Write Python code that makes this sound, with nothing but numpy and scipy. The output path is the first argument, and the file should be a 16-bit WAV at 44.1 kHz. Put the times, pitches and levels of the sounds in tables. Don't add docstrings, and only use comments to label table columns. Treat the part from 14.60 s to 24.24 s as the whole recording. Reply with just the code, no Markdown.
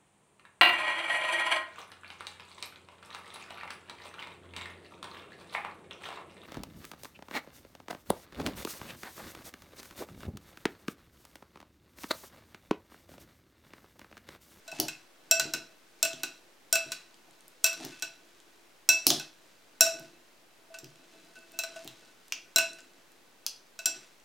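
import sys
import numpy as np
from scipy import signal
from scipy.fft import rfft, irfft
from scipy.io import wavfile

SR = 44100
rng = np.random.default_rng(int(sys.argv[2]) if len(sys.argv) > 2 else 0)


def unload_wav(signal):
    wavfile.write(
        sys.argv[1],
        SR,
        np.round(np.clip(np.atleast_2d(signal).T, -1, 1) * 32767).astype(np.int16),
    )


def linear_from_db(decibels):
    return 10 ** (np.asarray(decibels, float) / 20)


N = 425124

# [f/Hz, level/dB]
HISS_COLOUR = [(15, -44), (103, -18), (187, -15), (368, -10), (1510, -16), (1930, -16), (11900, -28.5),
               (16500, -30)]

# [t/s, level/dB, lowest mode against it/dB, third mode against it/dB, ring length/share of normal]
# and the ring is short where salad stays on the glass.
KNOCKS = [
    (0.7103, -20.5, -10, -4.5, 0.99),
    (1.4267, -24, -9, -2, 0.54),
    (2.1261, -23.5, -10.5, -8, 1),
    (5.2071, -14.5, -11.5, -6, 0.84),
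    (6.1858, -49.5, -20, -5, 0.45),
    (9.2564, -25.5, -22, -6.5, 0.79),
]
SLAPS = [
    (3.041, -19, -18.5, -5.5, 0.74),
    (4.2887, -16.5, -22.5, -0.8, 1),
]
BELLIES = [
    (6.988, -32.5, -7.5, 3, 0.42),
    (7.9588, -21.5, -11.5, -12, 1),
]
REBOUNDS = [
    (1.4496, -33.5, -1.5, 4.5, 0.44),
    (2.1535, -28.5, -10.5, -2.5, 0.65),
    (3.062, -31, -18.5, -16, 0.36),
    (5.2649, -38, 2.5, -3, 1),
    (7.9828, -25.5, -16, -6, 0.94),
]
BUMPS = [(0.0772, -49.5, 1, -4.5, 1), (0.1146, -48.5, -8, 10.5, 0.44), (0.2818, -36.5, -34, 1, 0.3),
         (0.7956, -26.5, -9.5, -8, 0.41), (0.9353, -30.5, -10, -27, 0.34),
         (1.6322, -32.5, -16.5, 0.5, 0.34), (2.3181, -34.5, -37, -12, 0.22), (3.1284, -45, -7.5, -40, 0.9),
         (3.4221, -35, -16, -1, 0.58), (3.4444, -56, 6.5, 22, 0.22), (4.596, -43, -12, 4, 0.47),
         (7.0349, -38.5, -1.5, -8, 0.48), (9.189, -43.5, -7, 7, 0.42)]
TOUCHES = [
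    (3.3184, -61.5, -19, 7, 1.2),
    (6.0994, -76.5, 24, 4, 2),
    (6.1404, -52.5, -7, -.6, 0.64),
    (6.7544, -61, -5, -1, 1.9),
    (6.9344, -67.5, 7, 8, 1.9),
    (7.1586, -55, 12.5, -5, 1.02),
    (8.1844, -57.5, -30, -6, 0.55),
]

# [mode two/dB, four/dB, five/dB, six/dB, crack/dB, sharp tap/dB, blunt skid/dB]
KNOCK_STIRS = (-11, -10, 3.9, 3.1, 12.5, -0.3, -18)
SLAP_STIRS = (-16.5, -12.5, 6.5, 0, 11.5, -4.3, -17)
BELLY_STIRS = (-11, -2, 6.5, 1, 13.5, -7.5, -9.5)
REBOUND_STIRS = (-5.5, -8, -2.5, -7.5, 11.5, -1.5, -5)
BUMP_STIRS = (-4, -2, 5.5, -3.5, 8.5, -3, -6.5)
TOUCH_STIRS = (2.3, -15, -31, -36, -4, -17, 2)

# [f/Hz, f of the twin/Hz]
RIM = [(655.5, 657.5), (1496, 1507), (2617, 2627), (3992, 4008), (5630, 5700), (7512, 7545), (9555, 9620)]
RIM_T60 = [0.29, 0.16, 0.18, 0.12, 0.041, 0.046, 0.023]
RIM_RISE = [0.0053, 0.0021, 0.0064, .002, 0.0011, 0.00069, 0.0014]
RIM_ROUGH = [0.12, 0.38, .35, .4, 0.93, 0.83, .8]
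# [f/Hz, level/dB, t60/s]
WALL = [(5100, -14, .06), (6024, -10, .08), (6420, -12, .06), (7865, -14, .07), (11830, -21, .06),
        (12450, -21, .05), (13670, -19, .07), (14225, -20, .06)]

# [t/s, level near 330 Hz/dB, level near 150 Hz/dB, level near 700 Hz/dB]
THUDS = [(0.121, -55, -56, -43.5), (0.192, -31.5, -43.5, -37), (0.215, -53, -48, -45),
         (0.807, -53, -50, -64.5), (0.853, -41.5, -50, -56), (0.942, -39.5, -52, -56),
         (1.431, -45, -59, -84.5), (1.534, -48.5, -47, -71), (1.633, -47, -57, -69), (2.132, -48, -57, -47),
         (2.26, -52.5, -53, -68), (2.674, -68, -67, -64), (3.195, -54, -74, -55), (3.202, -40.5, -72, -50),
         (3.241, -38.5, -45.5, -51), (3.424, -51, -60, -66), (4.294, -43.5, -58.5, -43.5),
         (4.469, -27.5, -36, -39), (4.503, -32, -40.5, -35), (5.216, -44, -57, -64.5),
         (5.399, -52, -52, -59), (6.231, -49, -47.5, -69), (7.25, -49.5, -46.5, -52.5),
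         (7.962, -42.5, -50, -59), (9.259, -49, -64, -46), (9.358, -54, -55, -71)]
# [f/Hz, level/dB]
TABLE_MODES = [(150, -3), (255, -6), (317, 0), (350, -1), (385, -8)]
TABLE_T60 = [.18, .11, .18, .17, .09]

# [t/s, level/dB, centre f/Hz]
TICKS = [(0.169, -49, 4470), (1.5774, -56, 5630), (2.5094, -59, 5030), (2.543, -45, 4500),
         (2.5694, -64, 4720), (2.7097, -46.5, 5960), (2.807, -46, 6260), (2.8808, -41.5, 13200),
         (3.039, -37, 5200), (3.3973, -39, 5670), (3.65, -56, 6110), (3.8017, -44.5, 4680),
         (5.396, -38, 8900), (6.2577, -50, 4600), (6.3025, -52, 5000), (6.3575, -45, 4600),
         (6.648, -54, 5250), (6.789, -44.5, 5620), (6.919, -46, 11500), (7.6818, -44.5, 7420),
         (7.7397, -49, 4890), (8.133, -37, 5530), (8.205, -41, 4710), (8.217, -55, 5240),
         (8.335, -56, 5690), (8.519, -50, 8430), (9.0694, -59, 5110), (9.4694, -52.5, 5110),
         (9.5307, -59, 5700), (9.6, -49, 4720)]
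# [peak t/s, rustle level/dB, scrape level/dB, length/s]
TOSSES = [(0.195, -38.5, -48, 0.13), (0.85, -49, -51, 0.23), (1.572, -48, -60, .25),
          (2.306, -47.5, -55, 0.17), (2.741, -65.5, -67, 0.4), (3.24, -40, -54, 0.18),
          (3.75, -63.5, -71.5, 0.87), (4.514, -37, -52.5, 0.11), (4.895, -63.5, -72, 0.36),
          (5.391, -50.5, -52, 0.17), (6.6, -58.5, -62, 1), (7.191, -48, -57.5, 0.38),
          (8.133, -60, -61.5, 0.66), (9.368, -49, -62, 0.18)]

# [t/s, crack level/dB, spoon hollow level/dB, spoon edge level/dB, hollow f/Hz]
CLACKS = [
    (0.1987, -16, -29, -18.5, 3270),
    (1.5308, -45, -41, -36.5, 3570),
    (3.2482, -33, -50, -35.5, 2960),
    (4.4665, -3, -21.5, -7, 2970),
    (4.5025, -16, -17.5, -13, 3340),
    (6.2428, -48, -51.5, -43.5, 2967),
    (7.2446, -45, -57, -50, 3000),
    (7.275, -37, -39.5, -39, 3310),
    (7.7217, -30.5, -30, -23, 2670),
    (8.8634, -22, -32.5, -21, 2920),
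]

# [f/Hz, t60/s, level/dB, side minus mid level/dB]
ROOM = [(200, 0.26, 4.5, -13.5), (880, 0.38, -1.5, -11.5), (2640, 0.35, -0.5, -27.5), (5556, 0.28, -3, -7),
        (12000, 0.13, -4, -5)]

FLIGHT_S = .0012
LOAD_S = 0.0062
HANDLE_DB = -8.5
RISE_DB, FALL_DB = 21, 16.5
SCRAPE_LEAD_S, SCRAPE_SPREAD = .03, 1
SETTLE_DB, REST_DB = -68.5, -78.5
HISS_DB = -57.5
EARLY_S, EARLY_SIDE_DB = .0015, -22
OFFSET = -.0005
LEFT_RIGHT = np.array([[1], [-1]])


def band(x, lo_hz, hi_hz):
    sos = signal.butter(2, [lo_hz, min(hi_hz, .45 * SR)], "band", fs=SR, output="sos")
    return signal.sosfilt(sos, x)


def unit(x):
    return x / np.sqrt(np.mean(x ** 2))


def train(s, size):
    at = ((np.asarray(s) + FLIGHT_S) * SR).astype(int)
    return np.bincount(at, size, N)


def ring(x, hz, t60):
    turn = np.exp(2j * np.pi * hz / SR - np.log(1000) / (t60 * SR))
    return signal.lfilter([1], [1, -turn], x)


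def bursts(s, db, fade_s, lo_hz, hi_hz):
    fade = signal.lfilter([1], [1, -np.exp(-1 / (fade_s * SR))], train(s, linear_from_db(db)))
    noise = fade * rng.standard_normal(N)
    return band(noise, lo_hz, hi_hz) * np.sqrt(SR / 2 / (hi_hz - lo_hz))


def wandering(rate):
    steps = rng.standard_normal((2, 1000))
    at = np.arange(N) * rate / SR
    real, imag = (np.interp(at, np.arange(1000), walk) for walk in steps)
    return real + 1j * imag


def hiss():
    hz, db = np.transpose(HISS_COLOUR)
    shape = linear_from_db(np.interp(np.log(np.fft.rfftfreq(N, 1 / SR) + 1), np.log(hz), db))
    mid, side = (unit(irfft(rfft(rng.standard_normal(N)) * shape, N)) for _ in range(2))
    return linear_from_db(HISS_DB - 5.5) * (mid + linear_from_db(-3.5) * side * LEFT_RIGHT)


def contacts():
    kinds = [(KNOCKS, KNOCK_STIRS), (SLAPS, SLAP_STIRS), (BELLIES, BELLY_STIRS),
             (REBOUNDS, REBOUND_STIRS), (BUMPS, BUMP_STIRS), (TOUCHES, TOUCH_STIRS)]
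    rows = []
    for hits, stirs in kinds:
        for s, db, one_db, three_db, free in hits:
            rows.append((s, free, db + one_db, db + three_db, *(db + np.array(stirs))))
    return np.transpose(sorted(rows))


def bowl():
    s, free, one_db, three_db, two_db, four_db, five_db, six_db, crack_db, tap_db, skid_db = contacts()
    rim_db = [one_db, two_db, three_db, four_db, five_db, six_db, six_db - 10.0]
    place = rng.uniform(0, 2 * np.pi, (len(s), len(RIM) + len(WALL))).T
    t = np.arange(SR // 3) / SR
    at = ((s + FLIGHT_S) * SR).astype(int)[:, None] + np.arange(len(t))
    loss = np.log(1000) * t / np.clip(free, .3, 2)[:, None]
    wander = wandering(90)
    glass = 0
    for k, db in enumerate(rim_db):
        twins = np.exp(2j * np.pi * np.outer(RIM[k], t))
        pair = np.outer(abs(np.cos(place[k])), twins[0]) + np.outer(abs(np.sin(place[k])), twins[1])
        fade = linear_from_db(db + 6)[:, None] * np.exp(-loss / RIM_T60[k])
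        fade = fade * (1 - np.exp(-t / RIM_RISE[k]))
        salad = np.roll(wander, 9000 * k)[np.minimum(at, N - 1)]
        load = 1 + RIM_ROUGH[k] * (1 - np.exp(-t / LOAD_S)) * salad
        glass = glass + (pair * load).imag * fade
    glass = np.bincount(at.ravel(), glass.ravel(), N)[:N]
    for (hz, db, t60), angle in zip(WALL, place[len(RIM):]):
        glass = glass + ring(train(s, linear_from_db(five_db + db) * np.cos(angle)), hz, t60).imag

    click = ring(train(s, linear_from_db(tap_db + 18)), 6800, 0.0021).imag
    click = click + bursts(s, crack_db - 3, 0.0012, 8000, 14500)
    skid = bursts(s, skid_db + 5.0, 0.012, 800, 7900)
    skid = skid + bursts(s, tap_db + 1.5, 0.0066, 3100, 8000)
    skid = skid + bursts(s, crack_db - 19.5, 0.013, 8200, 15000)
    smear = bursts(s, skid_db, 0.022, 2500, 2734) + bursts(s, three_db - 19.5, 0.0046, 2700, 2850)
    return signal.lfilter(*signal.iirnotch(10800, 8, SR), glass + click + skid + smear)


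def table():
    s, mid_db, low_db, high_db = np.transpose(THUDS)
    wood = bursts(s, high_db - 1.5, 0.027, 630, 830)
    wood = wood + bursts(s, low_db - 8.0, .03, 120, 160)
    wood = wood + bursts(s, mid_db - 8, .025, 210, 420)
    for (hz, db), t60 in zip(TABLE_MODES, TABLE_T60):
        push_db = low_db if hz < 200 else mid_db
        size = linear_from_db(push_db + db) * rng.uniform(0.66, 1, len(s)) * rng.choice([-1, 1], len(s))
        wood = wood + ring(train(s, size), hz, t60).imag
    rumble = bursts(s, low_db - 25.5, 0.056, 22, 80)
    return band(wood, 76.4, 1500) + rumble


def lifts(s, db, length_s, rest_db):
    t = np.arange(0, N, 64) / SR
    late = (t - s[:, None]) / np.maximum(length_s, .03)[:, None]
    swell_db = np.where(late < 0, RISE_DB * late, -FALL_DB * late)
    gain = linear_from_db(db[:, None] + swell_db).sum(axis=0) + linear_from_db(rest_db)
    return np.repeat(gain, 64)[:N]


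def shreds():
    snaps = np.zeros(N)
    t = np.arange(300) / SR
    for (s, db, hz), noise in zip(TICKS, rng.standard_normal((len(TICKS), len(t)))):
        snap = band(noise * np.exp(-t / .0012), hz / 1.6, hz * 1.7)
        snaps[int(s * SR):][:len(t)] += linear_from_db(db + 3) * snap

    s, rustle_db, scrape_db, length_s = np.transpose(TOSSES)
    grains = (rng.random(N) < 3000 / SR) * linear_from_db(np.minimum(2.5 * rng.exponential(size=N), 9))
    grains = grains * rng.standard_normal(N)
    rustle = unit(band(grains, 1100, 6700)) * lifts(s, rustle_db, length_s, SETTLE_DB) * linear_from_db(-9)

    patchy = linear_from_db(4 * wandering(45).real)
    scrape_gain = lifts(s - SCRAPE_LEAD_S, scrape_db, length_s * SCRAPE_SPREAD, REST_DB)
    drag = unit(rng.standard_normal(N) * patchy) * scrape_gain * linear_from_db(-6.0)
    stirred = sum(ring(drag, hz, t60).imag for (hz, _), t60 in zip(RIM[:4], RIM_T60)) * linear_from_db(-31)
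    scrape = band(drag, 170, 520) * linear_from_db(15)
    hum = ring(drag, 345, 0.35).imag * linear_from_db(-29.5)
    return snaps + rustle + stirred + scrape + hum


def servers():
    out = np.zeros((2, N))
    t = np.arange(3000) / SR
    crack_fade = np.exp(-t / 0.00059) + linear_from_db(-20.5) * np.exp(-t / 0.0119)
    chatter_fade = 0.77 * np.exp(-t / 0.0016) + linear_from_db(-15.0) * np.exp(-t / 0.0164)
    noises = rng.standard_normal((len(CLACKS), len(t)))
    for (s, crack_db, hollow_db, edge_db, hollow_hz), noise in zip(CLACKS, noises):
        chatter = 4.5 * (t == 0) + noise * chatter_fade
        crack = linear_from_db(crack_db + 7) * band(noise * crack_fade, 7500, 19000)
        handle = linear_from_db(hollow_db + HANDLE_DB + 12.5) * band(chatter, 1000, 3870)
        hollow = linear_from_db(hollow_db + 16) * band(chatter, hollow_hz / 1.2, hollow_hz * 1.22)
        edge = linear_from_db(edge_db + 11) * band(chatter, 4500, 6440)
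        out[:, int((s + FLIGHT_S) * SR):][:, :len(t)] += crack + handle + hollow + edge
    return out


def early(x):
    t = np.arange(400) / SR
    scatter = rng.standard_normal(len(t)) * np.exp(-t / EARLY_S)
    scatter = scatter / np.sqrt(np.sum(scatter ** 2))
    return linear_from_db(EARLY_SIDE_DB) * signal.fftconvolve(x.mean(axis=0), scatter)[:N] * LEFT_RIGHT


def kitchen(x):
    t = np.arange(SR // 2) / SR
    rise = np.clip((t - .002) / 0.0066, 0, 1)
    echo = 0
    for hz, t60, db, side_db in ROOM:
        mid, side = (unit(band(rng.standard_normal(len(t)), hz / 2.24, hz * 1.894)) for _ in range(2))
        spread = mid + linear_from_db(side_db) * side * LEFT_RIGHT
        echo = echo + linear_from_db(db - 60 * t / t60) * spread * np.sqrt(40 * hz) / SR
    return signal.fftconvolve(x.mean(axis=0)[None], echo * rise, axes=1)[:, :N]


def scene():
    high_pass = signal.butter(2, 350, "high", fs=SR, output="sos")
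    glass = signal.sosfilt(high_pass, bowl())
    near = (glass + table() + shreds() + servers()) * linear_from_db(np.array([[.3], [-.3]]))
    return hiss() + near + early(near) + kitchen(near)


def band_limit(x):
    return signal.sosfilt(signal.butter(12, 16990, fs=SR, output="sos"), x)


def record(dry):
    keep = np.exp(-1 / (0.01 * SR))
    power = signal.lfilter([1 - keep], [1, -keep], np.mean(dry ** 2, axis=0))
    held = dry * (1 + power / linear_from_db(-21.5) ** 2) ** -.15
    rounded = np.tanh(1.3 * held) / 1.3
    cut = signal.sosfilt(signal.ellip(8, .3, 60, 15900, fs=SR, output="sos"), rounded)
    return band_limit(cut + OFFSET)


dry = scene()
out = record(dry)
unload_wav(out)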